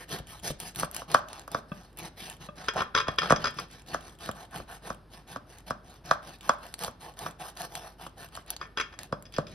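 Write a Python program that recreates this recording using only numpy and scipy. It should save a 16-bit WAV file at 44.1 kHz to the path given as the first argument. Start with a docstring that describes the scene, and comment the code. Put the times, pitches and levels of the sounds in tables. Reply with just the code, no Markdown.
"""A long knife saws through crisp layered pastry in a glass dish on a kitchen table, close to two microphone ports.
Strokes are crackle noise shaped by blade speed, with bursts of small flakes; large flakes snap as short noise bursts.
The blade knocks on the dish as falling chirps with steel ring and table boom; at the rim it chatters and clinks as
damped modes plus gritty noise, and light tip taps ring the dish. A small room answers over faint air and mains hum."""
import sys
import numpy as np
from scipy import signal
from scipy.fft import rfft, irfft, next_fast_len
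from scipy.io import wavfile
from scipy.ndimage import uniform_filter1d, map_coordinates

SR = 44100
rng = np.random.default_rng(int(sys.argv[2]) if len(sys.argv) > 2 else 0)


def wav_out(sig):
    """Save sig, one row per channel (or a flat mono array), as 16-bit PCM at SR to the path in sys.argv[1]."""
    wavfile.write(sys.argv[1], SR, np.round(np.clip(np.atleast_2d(sig).T, -1, 1) * 32767).astype(np.int16))


N = 420713

# time axis of a short sound in seconds, contact at 0; AGE is the time since contact
HIT = np.arange(-512, 7680) / SR
AGE = np.maximum(HIT, 0)
HIT_HZ = np.fft.rfftfreq(len(HIT), 1 / SR)

# Saw cycles, a draw back then a push. Each row: push start in seconds, draw length in seconds,
# push length in seconds, draw level in dB, push level in dB.
STROKES = [(0.074, 0.067, .14, -52, -44), (.419, .14, .11, -52.5, -40), (0.741, .14, 0.13, -48.5, -43),
           (1.073, 0.14, 0.13, -49.5, -46.5), (1.489, 0.21, 0.13, -56, -53), (1.96, 0.28, .14, -63, -47),
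           (2.391, 0.22, 0.098, -47.5, -52), (2.729, 0.16, .11, -50, -43), (3.201, 0.12, .11, -58, -43),
           (3.537, 0.15, .13, -48, -47), (3.853, 0.15, 0.15, -55, -49), (4.186, 0.18, 0.13, -56.5, -48),
           (4.497, 0.14, 0.14, -55, -53), (4.81, 0.12, 0.14, -52.5, -53), (5.264, 0.15, 0.11, -59, -50.5),
           (5.66, .18, 0.062, -60.5, -48), (6.035, .19, 0.13, -60.5, -50), (6.405, 0.17, .14, -53.5, -51.5),
           (6.772, 0.17, .14, -56.5, -48.5), (7.159, 0.15, 0.17, -55.5, -50),
           (7.552, 0.15, 0.13, -50, -47.5), (7.975, 0.29, .12, -55.5, -54.5),
           (8.309, 0.13, .12, -54.5, -57), (8.579, 0.1, 0.1, -50.5, -58.5), (8.974, 0.046, 0.1, -66, -54),
           (9.457, 0.12, 0.23, -53, -55)]
# Crust along the cut. Each row: time in seconds, hollow body offset in dB, dry fizz offset in dB.
PASTRY = [(0, -0.5, -6), (.7, -3, 0), (1.2, 6.5, -9.5), (2.2, -1, -5.5), (2.8, 5, -20), (3.3, 2.5, -17),
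          (3.85, -5, -10.5), (4.4, 6, -5.5), (5.6, 2, -6), (6.1, 1.5, -10), (6.8, 5, -4.5), (7.6, 7.5, -3),
          (8.3, 3.5, -5), (8.55, -0.5, -22), (9, 4, -9), (9.4, -13, -19)]
# Spectrum of the crumbling crust. Each row: frequency in Hz, relative level in dB per Hz.
CRUST_SPECTRUM = [(47, -53), (80, -4.5), (163, 2), (436, -3), (744, 7.5), (1110, 0.5), (1810, -6),
                  (1980, -15), (5290, -18.5), (6470, -26), (7230, -68.5), (8450, -30), (9660, -29.5),
                  (12600, -34.5), (16500, -64)]
# Spectrum of small flakes inside the cut. Each row: frequency in Hz, relative level in dB.
CRUMB_SPECTRUM = [(200, -20.5), (800, 0.5), (1800, -10), (3200, 4.5), (5500, -11.5), (7500, -9.5),
                  (11000, -2), (14000, -17), (16500, -23)]
TURN_S = .018  # rest between draw and push
DRAW_CREST, PUSH_CREST = 0.35, 0.45  # moment of top speed, share of the stroke
USUAL_DB = -52.5  # rasp of an ordinary stroke
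DRAW_RUB_DB, PUSH_RUB_DB = -55, -49  # the push bears down harder on the soft dough
RUB_EASES_DB_PER_S = .5  # the dough gives way as the cut deepens
RUB_GROWS, BODY_GROWS = 0.77, 0.87  # dB per dB of rasp


def sawing(swell=1.25, flakes_db=-11):
    """The blade speeds up and stops in each stroke; the crust crumbles in step with its speed."""
    t = np.arange(N) / SR
    drive, pressure = np.zeros((4, N)), np.zeros(N)
    place_s, hollow_db, dry_db = np.transpose(PASTRY)
    draws = [(s - TURN_S - length, length, DRAW_CREST, db, DRAW_RUB_DB) for s, length, _, db, _ in STROKES]
    pushes = [(s, length, PUSH_CREST, db, PUSH_RUB_DB) for s, _, length, _, db in STROKES]
    for start, length, crest, rasp_db, rub_db in draws + pushes:
        end, top = start + length, start + crest * length
        on = (t > start) & (t < end)
        speed = np.abs(np.sin(np.pi * np.interp(t[on], [start, top, end], [0, .5, 1]))) ** swell
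        effort_db = rasp_db - USUAL_DB
        dough_db = rub_db + RUB_GROWS * effort_db - RUB_EASES_DB_PER_S * top
        body_db = USUAL_DB + BODY_GROWS * effort_db + np.interp(top, place_s, hollow_db)
        fizz_db = rasp_db + np.interp(top, place_s, dry_db)
        drive[:, on] += amp([dough_db, body_db, rasp_db, fizz_db])[:, None] * speed
        pressure[on] = amp(rasp_db)

    crumbs = crackle(rate_hz=2600, scatter_db=4.5) + 0.32 * rng.standard_normal(N)
    zones = filtered(patchy(crumbs, depth_db=3.0), crust_zones)
    catch_db = 2.12 * wobble(130) + 1.4 * wobble(40)  # the edge catches layer after layer
    brittle = [.35, .6, 1, 1.15]  # dry crust catches more than soft dough
    rasp = np.zeros(N)
    for level, share, zone in zip(drive, brittle, zones):
        rasp += level * unit(zone * amp(share * catch_db))

    # small flakes give way under pressure, each in a brief burst
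    breaks = np.abs(crackle(rate_hz=70, scatter_db=8.5))
    bursts = signal.fftconvolve(breaks, decay(t60_s=0.0065, attack_s=.0005))[:N]
    flakes = unit(filtered(bursts * rng.standard_normal(N), lambda hz: amp(along(CRUMB_SPECTRUM, hz))))
    return rasp + amp(flakes_db) * pressure * flakes


def crust_zones(hz):
    """Soft dough, hollow body, rasp and fizz each own a part of the crust spectrum."""
    edges = [0 * hz, below(hz, 430), below(hz, 1900), below(hz, 7400), 1 + 0 * hz]
    return np.diff(edges, axis=0) * amp(along(CRUST_SPECTRUM, hz))


def crackle(rate_hz, scatter_db):
    """Tiny fractures at random moments, with log-normal sizes; rms 1."""
    breaks = rng.random(N) < rate_hz / SR
    return unit(breaks * rng.choice([-1, 1], N) * amp(scatter_db * rng.standard_normal(N)))


def patchy(x, depth_db):
    """Hollows in the crust colour the sound differently from moment to moment."""
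    z = signal.stft(x, nperseg=512)[2]
    field = uniform_filter1d(rng.standard_normal(z.shape), size=6, axis=0)
    field = uniform_filter1d(field, size=10, axis=1)
    return signal.istft(z * amp(depth_db * unit(field)), nperseg=512)[1][:N]


# Blade landings on the dish. Each row: time in seconds, level in dB, weight of the hand in dB.
KNOCKS = [(0.2, -44, 8), (0.505, -34.5, 13.5), (.833, -15, 1.5), (1.02, -29, -6), (1.147, -1.5, -1.5),
          (1.479, -30, -8.5), (1.548, -14, 1.5), (3.084, -16, 6), (3.307, -5.5, 6), (3.324, -5.5, 11),
          (3.946, -16, 1), (4.291, -20, 3.5), (4.602, -32, 3), (4.904, -21.5, 0.5), (5.362, -23, -4),
          (5.708, -16, -1), (6.113, -4.5, -2.5), (6.495, -4.5, -4.5), (6.881, -26.5, -1), (7.264, -20, -14),
          (8.066, -29, -10), (8.374, -28, -15), (9.127, -18.5, 7.5), (9.385, -17.5, 14)]
# Spectrum of the blow. Each row: frequency in Hz, relative level in dB.
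KNOCK_SPECTRUM = [(60, -30.5), (150, -5), (300, -13.5), (450, -10), (610, 1.5), (830, -10), (1130, 1.5),
                  (1550, -5.5), (2050, -23.5), (3300, -17), (5600, -6), (7200, -42), (10000, -20),
                  (16000, -50)]
# Spectrum of the table top. Each row: frequency in Hz, relative level in dB.
BOOM_SPECTRUM = [(25, -24), (55, 0), (110, -2.5), (170, -4.5), (240, 4), (330, -23), (800, -58.5),
                 (16000, -120)]
# Modes of steel on glass, also played by clinks. Each row: frequency in Hz, level in dB, undamped t60 in seconds.
BLADE_MODES = [(413, -2, 0.074), (558, -8.5, 0.13), (1055, -0.5, 0.12), (1150, -2.5, 0.061),
               (1270, -7.5, .08), (1350, -0.5, 0.043), (1457, -2, 0.076), (1790, -4.5, .2),
               (1900, -25, 0.099), (2230, -3, 0.097), (2394, 0, 0.033), (2474, -1, 0.12), (2788, -5, 0.088),
               (3256, 1.5, 0.1), (3350, -0.5, 0.1), (3566, 3.5, 0.038), (3900, -16.5, 0.048),
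               (3930, -2, 0.033), (4100, -20.5, .07), (5010, 6.5, 0.058), (4860, -4, 0.047),
               (5156, 7.5, 0.031), (5800, -9.5, .04), (6060, -8.5, 0.056), (6070, -1.5, 0.055)]
USUAL_KNOCK_DB = -17
THUD_GROWS, STEEL_GROWS, BOOM_GROWS = 0.61, 0.9, 0.11  # dB per dB of knock: harder is brighter
BOOM_SHARE = .7  # share of the hand's weight that reaches the table
BOOM_DEEPENS = .05  # octaves per dB of weight


def knocks(travel_s=0.002491, lead_s=0.0017, thud_db=-28, tick_db=-34, ring_db=-40, boom_db=-38, boom_t60_s=0.077):
    """Bending waves carry the treble ahead of the bass, so each knock is a fast falling chirp."""
    out = np.zeros(N + SR)
    low, mid = below(HIT_HZ, 576), below(HIT_HZ, 2400)
    for s, db, weight in KNOCKS:
        force = db - USUAL_KNOCK_DB
        thud = weight + THUD_GROWS * force
        steel = STEEL_GROWS * force
        boom = BOOM_SHARE * weight + BOOM_GROWS * force
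        path, pitch = rng.normal(1, [.1, .035])  # the blade never lands twice on the same spot
        bend = 2 * travel_s * path * np.sqrt(HIT_HZ * 1000)  # phase in cycles; travel_s * path = delay at 1 kHz
        chirp = np.exp(-2j * np.pi * (bend - HIT[0] * HIT_HZ))
        blow = amp(along(KNOCK_SPECTRUM, HIT_HZ * pitch)) * chirp
        add(out, s - lead_s, voiced(blow, [low, mid - low, 1 - mid], [thud + thud_db, db, steel + tick_db]))
        # the dough holds and damps the blade
        steel_ring = rfft(ring(BLADE_MODES, damping=1.6, attack_s=0.00038, detune=0.014))
        add(out, s, voiced(steel_ring, [1 - mid], [steel + ring_db]))
        push = rfft(rng.standard_normal(len(HIT)) * decay(boom_t60_s, attack_s=0.00043))
        table = amp(along(BOOM_SPECTRUM, HIT_HZ * 2 ** (BOOM_DEEPENS * weight)))
        add(out, s + 0.0021, voiced(push, [table], [boom + boom_db]))
    return out[:N]


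# Chatter of the blade on the rim. Each row: time in seconds, number of catches, dull level in dB,
# bright level in dB, change per catch in dB, dull ring centre in Hz, bright ring centre in Hz.
CLINKS = [(2.6844, 1, -15, -21, 0, 1600, 3330), (2.767, 5, -23.5, -38, 1, 1150, 3460),
          (2.9496, 6, -12, -17, -2.46, 1230, 3780), (3.0704, 2, -28.5, -36, 9, 1150, 3270),
          (3.1851, 1, -14.5, -13, 10, 1300, 3540), (3.2183, 4, -18.5, -27, -3, 1310, 4050),
          (3.298, 2, -21, -26, 3, 1400, 2190), (3.3604, 1, -28, -24.5, 0, 1500, 5600),
          (3.442, 4, -18, -20, -3.5, 1440, 4750), (3.5866, 2, -22.5, -28.5, -4.5, 1180, 4870),
          (8.613, 2, -24.5, -35, -8.5, 1240, 2550), (8.653, 1, -39.5, -52, 8, 1190, 2370),
          (8.7734, 4, -21, -22.5, -1.75, 1370, 2550), (8.926, 2, -41, -46, -1, 1500, 2400),
          (8.991, 1, -52, -39, 0, 1800, 5050), (9.2538, 2, -56, -43, 2, 1500, 5030),
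          (9.339, 2, -46, -35, -16, 1500, 5150), (9.364, 1, -40, -29, 0, 1500, 5230),
          (9.468, 2, -48, -39, -9, 1470, 5100)]
# Grit of steel on glass. Each row: frequency in Hz, relative level in dB.
SKID_SPECTRUM = [(100, 5.5), (700, -2.5), (1300, 15.5), (2200, 7.5), (6000, -4), (7500, -17), (11000, -9),
                 (16000, -45)]
PRESSED_DAMPING, FREE_DAMPING = 2.17, 2  # the rim damps the blade until the last catch lets it go
CHATTER_S, CHATTER_JITTER_S, CHATTER_SCATTER_DB = .0125, .001, 2.5  # from one catch to the next
DULL_WIDTH_HZ, BRIGHT_WIDTH_HZ = 250, 870  # reach of the modes one contact point favours


def clinks(dull_db=-1, bright_db=1, grit=1.3, grit_t60_s=0.043, graze_db=-20, focus_db=5):
    """Steel skids on the rim: it grazes, bites with a gritty contact and rings, then slips and may catch again."""
    out = np.zeros(N + SR)
    split = below(HIT_HZ, 1850, order=12)
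    graze = np.exp(-(HIT / 0.006) ** 2)
    bite = decay(grit_t60_s, attack_s=0.0005) + amp(graze_db) * graze
    for s, count, dull, bright, change_db, dull_hz, bright_hz in CLINKS:
        near_dull = np.exp(-((HIT_HZ - dull_hz) / DULL_WIDTH_HZ) ** 2)
        near_bright = np.exp(-((HIT_HZ - bright_hz) / BRIGHT_WIDTH_HZ) ** 2)
        favoured = amp(focus_db * (near_dull + near_bright))  # the contact point picks the modes
        for k in range(round(count)):
            damping = FREE_DAMPING if k == round(count) - 1 else PRESSED_DAMPING
            steel = rfft(ring(BLADE_MODES, damping, attack_s=0.0006, detune=0.005))
            skid = rfft(grit * bite * rng.standard_normal(len(HIT))) * amp(along(SKID_SPECTRUM, HIT_HZ))
            catch = voiced((steel + skid) * favoured, [split, 1 - split], [dull + dull_db, bright + bright_db])
            # only catches after the first stray at random in time and level
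            late_s, stray_db = min(k, 1) * rng.standard_normal(2) * [CHATTER_JITTER_S, CHATTER_SCATTER_DB]
            add(out, s + k * CHATTER_S + late_s, amp(k * change_db + stray_db) * catch)
    return out[:N]


# Large flakes. Each row: time in seconds, crack level in dB, treble level in dB.
SNAPS = [(0.6015, -27.5, -29), (0.7595, -26.5, -30), (.798, -27.5, -21.5), (.9133, -38, -29.5),
         (.9466, -31.5, -29), (0.965, -24.5, -23.5), (1.116, -24.5, -34), (1.1431, -24, -27),
         (1.286, -34.5, -44), (1.3308, -29, -36), (1.3951, -31.5, -44), (1.4785, -51, -41),
         (1.517, -37, -34), (1.9726, -46, -35), (1.9885, -37, -32), (2.3272, -37, -62), (6.7406, -24, -30),
         (6.7914, -33, -31.5), (6.8364, -23.5, -27), (6.847, -19, -32), (7.1907, -30.5, -33),
         (7.5718, -32, -44), (7.6183, -25.5, -30), (7.7533, -22, -33.5), (8.3526, -30, -40),
         (8.5042, -22.5, -18), (8.5649, -27.5, -43), (8.9898, -27.5, -38), (9.0329, -30.5, -33),
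         (9.2245, -43, -42)]
# Spectrum of a breaking flake. Each row: frequency in Hz, relative level in dB.
FLAKE_SPECTRUM = [(200, -15), (800, -2), (2000, -6.5), (3300, -2.5), (5500, -4), (7500, -11), (10000, 4.5),
                  (13000, -2.5), (16000, -21.5)]
BASE_LEAD_S, BASE_CRACK_DB, BASE_TREBLE_DB = 0.0022, -15, -34.5  # bottom crust, relative to the knock level


def snaps(t60_s=0.0027):
    """A brittle flake breaks within a few milliseconds; so does the bottom crust before each knock."""
    out = np.zeros(N + SR)
    split = below(HIT_HZ, 7900)
    base = [(s - BASE_LEAD_S, db + BASE_CRACK_DB, db + BASE_TREBLE_DB) for s, db, _ in KNOCKS]
    for s, crack_db, treble_db in SNAPS + base:
        burst = rfft(rng.standard_normal(len(HIT)) * decay(t60_s, attack_s=0.0012))
        flake = burst * amp(along(FLAKE_SPECTRUM, HIT_HZ))
        add(out, s, voiced(flake, [split, 1 - split], [crack_db, treble_db]))
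    return out[:N]


# Light taps of the knife tip. Each row: time in seconds, level in dB.
TAPS = [(1.718, -25), (2.488, -30)]
# Modes of the dish. Each row: frequency in Hz, level in dB, undamped t60 in seconds.
DISH_MODES = [(181, -1, 0.12), (592, -5.5, 0.18), (1010, -26, 0.13), (1200, -6, 0.1), (1540, -15.5, 0.068),
              (2600, -10.5, 0.044), (3350, -17.5, 0.043)]


def taps(tap_db=1):
    """The tip touches the dish and lets its damped modes ring."""
    out = np.zeros(N + SR)
    for s, db in TAPS:
        sound = ring(DISH_MODES, damping=1.96, attack_s=0.00044, detune=0.0018)
        add(out, s, peaked(sound, db + tap_db))
    return out[:N]


# Unequal scatter of the dishes. Each row: frequency in Hz, level in dB.
SCATTER = [(60, -16), (200, -18), (500, -10), (1200, -11), (2500, -5), (5000, -5), (12000, -6)]


def scattered(x, t60_s=0.022):
    """Dishes around the knife throw its sound at the two ports with opposite sign."""
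    age = AGE[512:]
    bounce = rng.standard_normal(len(age)) * amp(-60 * age / t60_s)
    side = signal.fftconvolve(x.mean(axis=0), bounce / np.linalg.norm(bounce))[:N]
    return np.array([[1], [-1]]) * filtered(side, lambda hz: amp(along(SCATTER, hz)))


# Phase slip between the ports. Each row: frequency in Hz, signed side-over-mid ratio.
SPREAD = [(60, 0), (300, 0), (600, .2), (1200, .25), (2000, .65), (2700, -.6), (3200, .4), (4500, .3),
          (5100, 0), (6000, -1.3), (7600, -3.5), (9400, -0.4), (10000, .1), (12500, 0.75), (16000, 1.6)]


def two_ports(x):
    """Opposite quadrature parts turn the phase apart between the ports."""
    return filtered(x, lambda hz: 1 + np.array([[1j], [-1j]]) * along(SPREAD, hz))


# Decay of the room tail. Each row: frequency in Hz, t60 in seconds.
ROOM = [(100, 0.75), (400, 0.39), (1200, 0.33), (4000, 0.3), (12000, 0.11)]


def kitchen(x, early_db, tail_db, early_t60_s, apart=0.9, apart_hz=450):
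    """Table and dishes answer briefly, the walls with a longer tail, both from 2.5 ms on; the ports share part."""
    size = SR // 2
    # long waves reach both ports alike
    highpass = signal.butter(1, apart_hz, 'highpass', fs=SR, output='sos')
    own = signal.sosfilt(highpass, rng.standard_normal((2, 2, size)))
    near, far = rng.standard_normal((2, 1, size)) + apart * own
    hz, t, z = signal.stft(far, SR, nperseg=256)
    fading = z * amp(-60 * t / along(ROOM, hz)[:, None])
    tail = signal.istft(fading, SR, nperseg=256)[1][:, :size]
    early = near * amp(-60 * np.arange(size) / SR / early_t60_s)
    answer = amp(early_db) * early / np.linalg.norm(early[0])
    answer = answer + amp(tail_db) * tail / np.linalg.norm(tail[0])
    delayed = np.pad(x, (round(.0025 * SR), 0))
    return x + signal.fftconvolve(delayed[None], answer, axes=1)[:, :N]


# Spectrum of the room tone. Each row: frequency in Hz, relative level in dB per Hz.
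AIR_SPECTRUM = [(15, -29), (25, -21.5), (65, 6.5), (457, -7), (746, -11), (1780, -17), (1980, -24),
                (5130, -27), (7300, -45.5), (9080, -33.5), (11600, -32.5), (15200, -60.5), (16500, -42.5)]


def room_tone(air_db=-57.0, hum_db=-60):
    """Still air as shaped noise, mostly shared by the ports, and a wavering 50 Hz mains hum."""
    noise = rng.standard_normal(N) + 0.25 * rng.standard_normal((2, N))
    air = unit(filtered(noise, lambda hz: amp(along(AIR_SPECTRUM, hz))))
    hum = amp(hum_db + wobble(3.7)) * np.sqrt(2) * np.sin(2 * np.pi * 50 * np.arange(N) / SR)
    return amp(air_db) * air + hum


def amp(db):
    """Decibels to gain."""
    return 10 ** (np.asarray(db) / 20)


def unit(x):
    """Scale to rms 1."""
    return x / np.sqrt(np.mean(x ** 2) + 1e-20)


def peaked(sound, db):
    """Scale to a peak level."""
    return amp(db) * sound / np.abs(sound).max()


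def along(points, hz):
    """(Hz, value) points read on a log axis."""
    f, v = np.transpose(points)
    return np.interp(np.log(hz + 1), np.log(f + 1), v)


def wobble(rate_hz):
    """A smooth random curve, rate_hz knots a second."""
    knots = rng.standard_normal(int(N * rate_hz / SR) + 4)
    return map_coordinates(knots, [np.arange(N) * rate_hz / SR])


def filtered(x, response):
    """x times a response of frequency."""
    m = next_fast_len(N + 8192)
    return irfft(rfft(x, m) * response(np.fft.rfftfreq(m, 1 / SR)), m)[..., :N]


def below(hz, edge_hz, order=8):
    """Low-pass gain; one minus it is the matching high-pass."""
    return 1 / (1 + (hz / edge_hz) ** order)


def decay(t60_s, attack_s):
    """Envelope of a contact: a quick rise and an exponential fall."""
    return amp(-60 * AGE / t60_s) * (1 - np.exp(-AGE / attack_s))


def ring(modes, damping, attack_s, detune):
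    """Modes struck at new strengths every time; grip and contact point shift them slightly."""
    hz, db, t60_s = np.transpose(modes)[:, :, None]
    strength_db = rng.normal(0, 2.3, hz.shape)
    phase = rng.uniform(0, 2 * np.pi, hz.shape)
    shift = rng.normal(1, detune, hz.shape)
    envelope = decay(np.minimum(t60_s, .3) / damping, attack_s)
    return np.sum(amp(db + strength_db) * envelope * np.sin(2 * np.pi * hz * shift * AGE + phase), axis=0)


def voiced(spectrum, bands, levels_db):
    """A short sound whose bands each reach their own peak level."""
    parts = irfft(spectrum * np.array(bands))
    return amp(levels_db) @ (parts / np.abs(parts).max(axis=1, keepdims=True))


def add(track, s, sound):
    """Mix in a short sound whose contact falls at time s."""
    i = max(round((s + HIT[0]) * SR), 0)
    track[i:i + len(sound)] += sound


def scene():
    """All the knife's sounds in the room, at two ports that differ in phase, over the room tone."""
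    knife = kitchen(sawing(), early_db=-9.5, tail_db=-12.0, early_t60_s=0.028)
    knife += kitchen(knocks() + taps(), early_db=-8.5, tail_db=-12.5, early_t60_s=0.074)
    rim_balance = amp([[.5], [-.5]])
    knife += kitchen(clinks(), early_db=-9.5, tail_db=-11.5, early_t60_s=0.089) * rim_balance
    knife += kitchen(snaps(), early_db=-12.5, tail_db=-17.5, early_t60_s=0.035)
    port_balance = amp([[.15], [-.15]])
    return (two_ports(knife) + scattered(knife)) * port_balance + room_tone()


def record(dry):
    """A very steep low-pass at the 16.4 kHz band limit."""
    return filtered(dry, lambda hz: below(hz, 16400, order=120))


dry = scene()
out = record(dry)
wav_out(out)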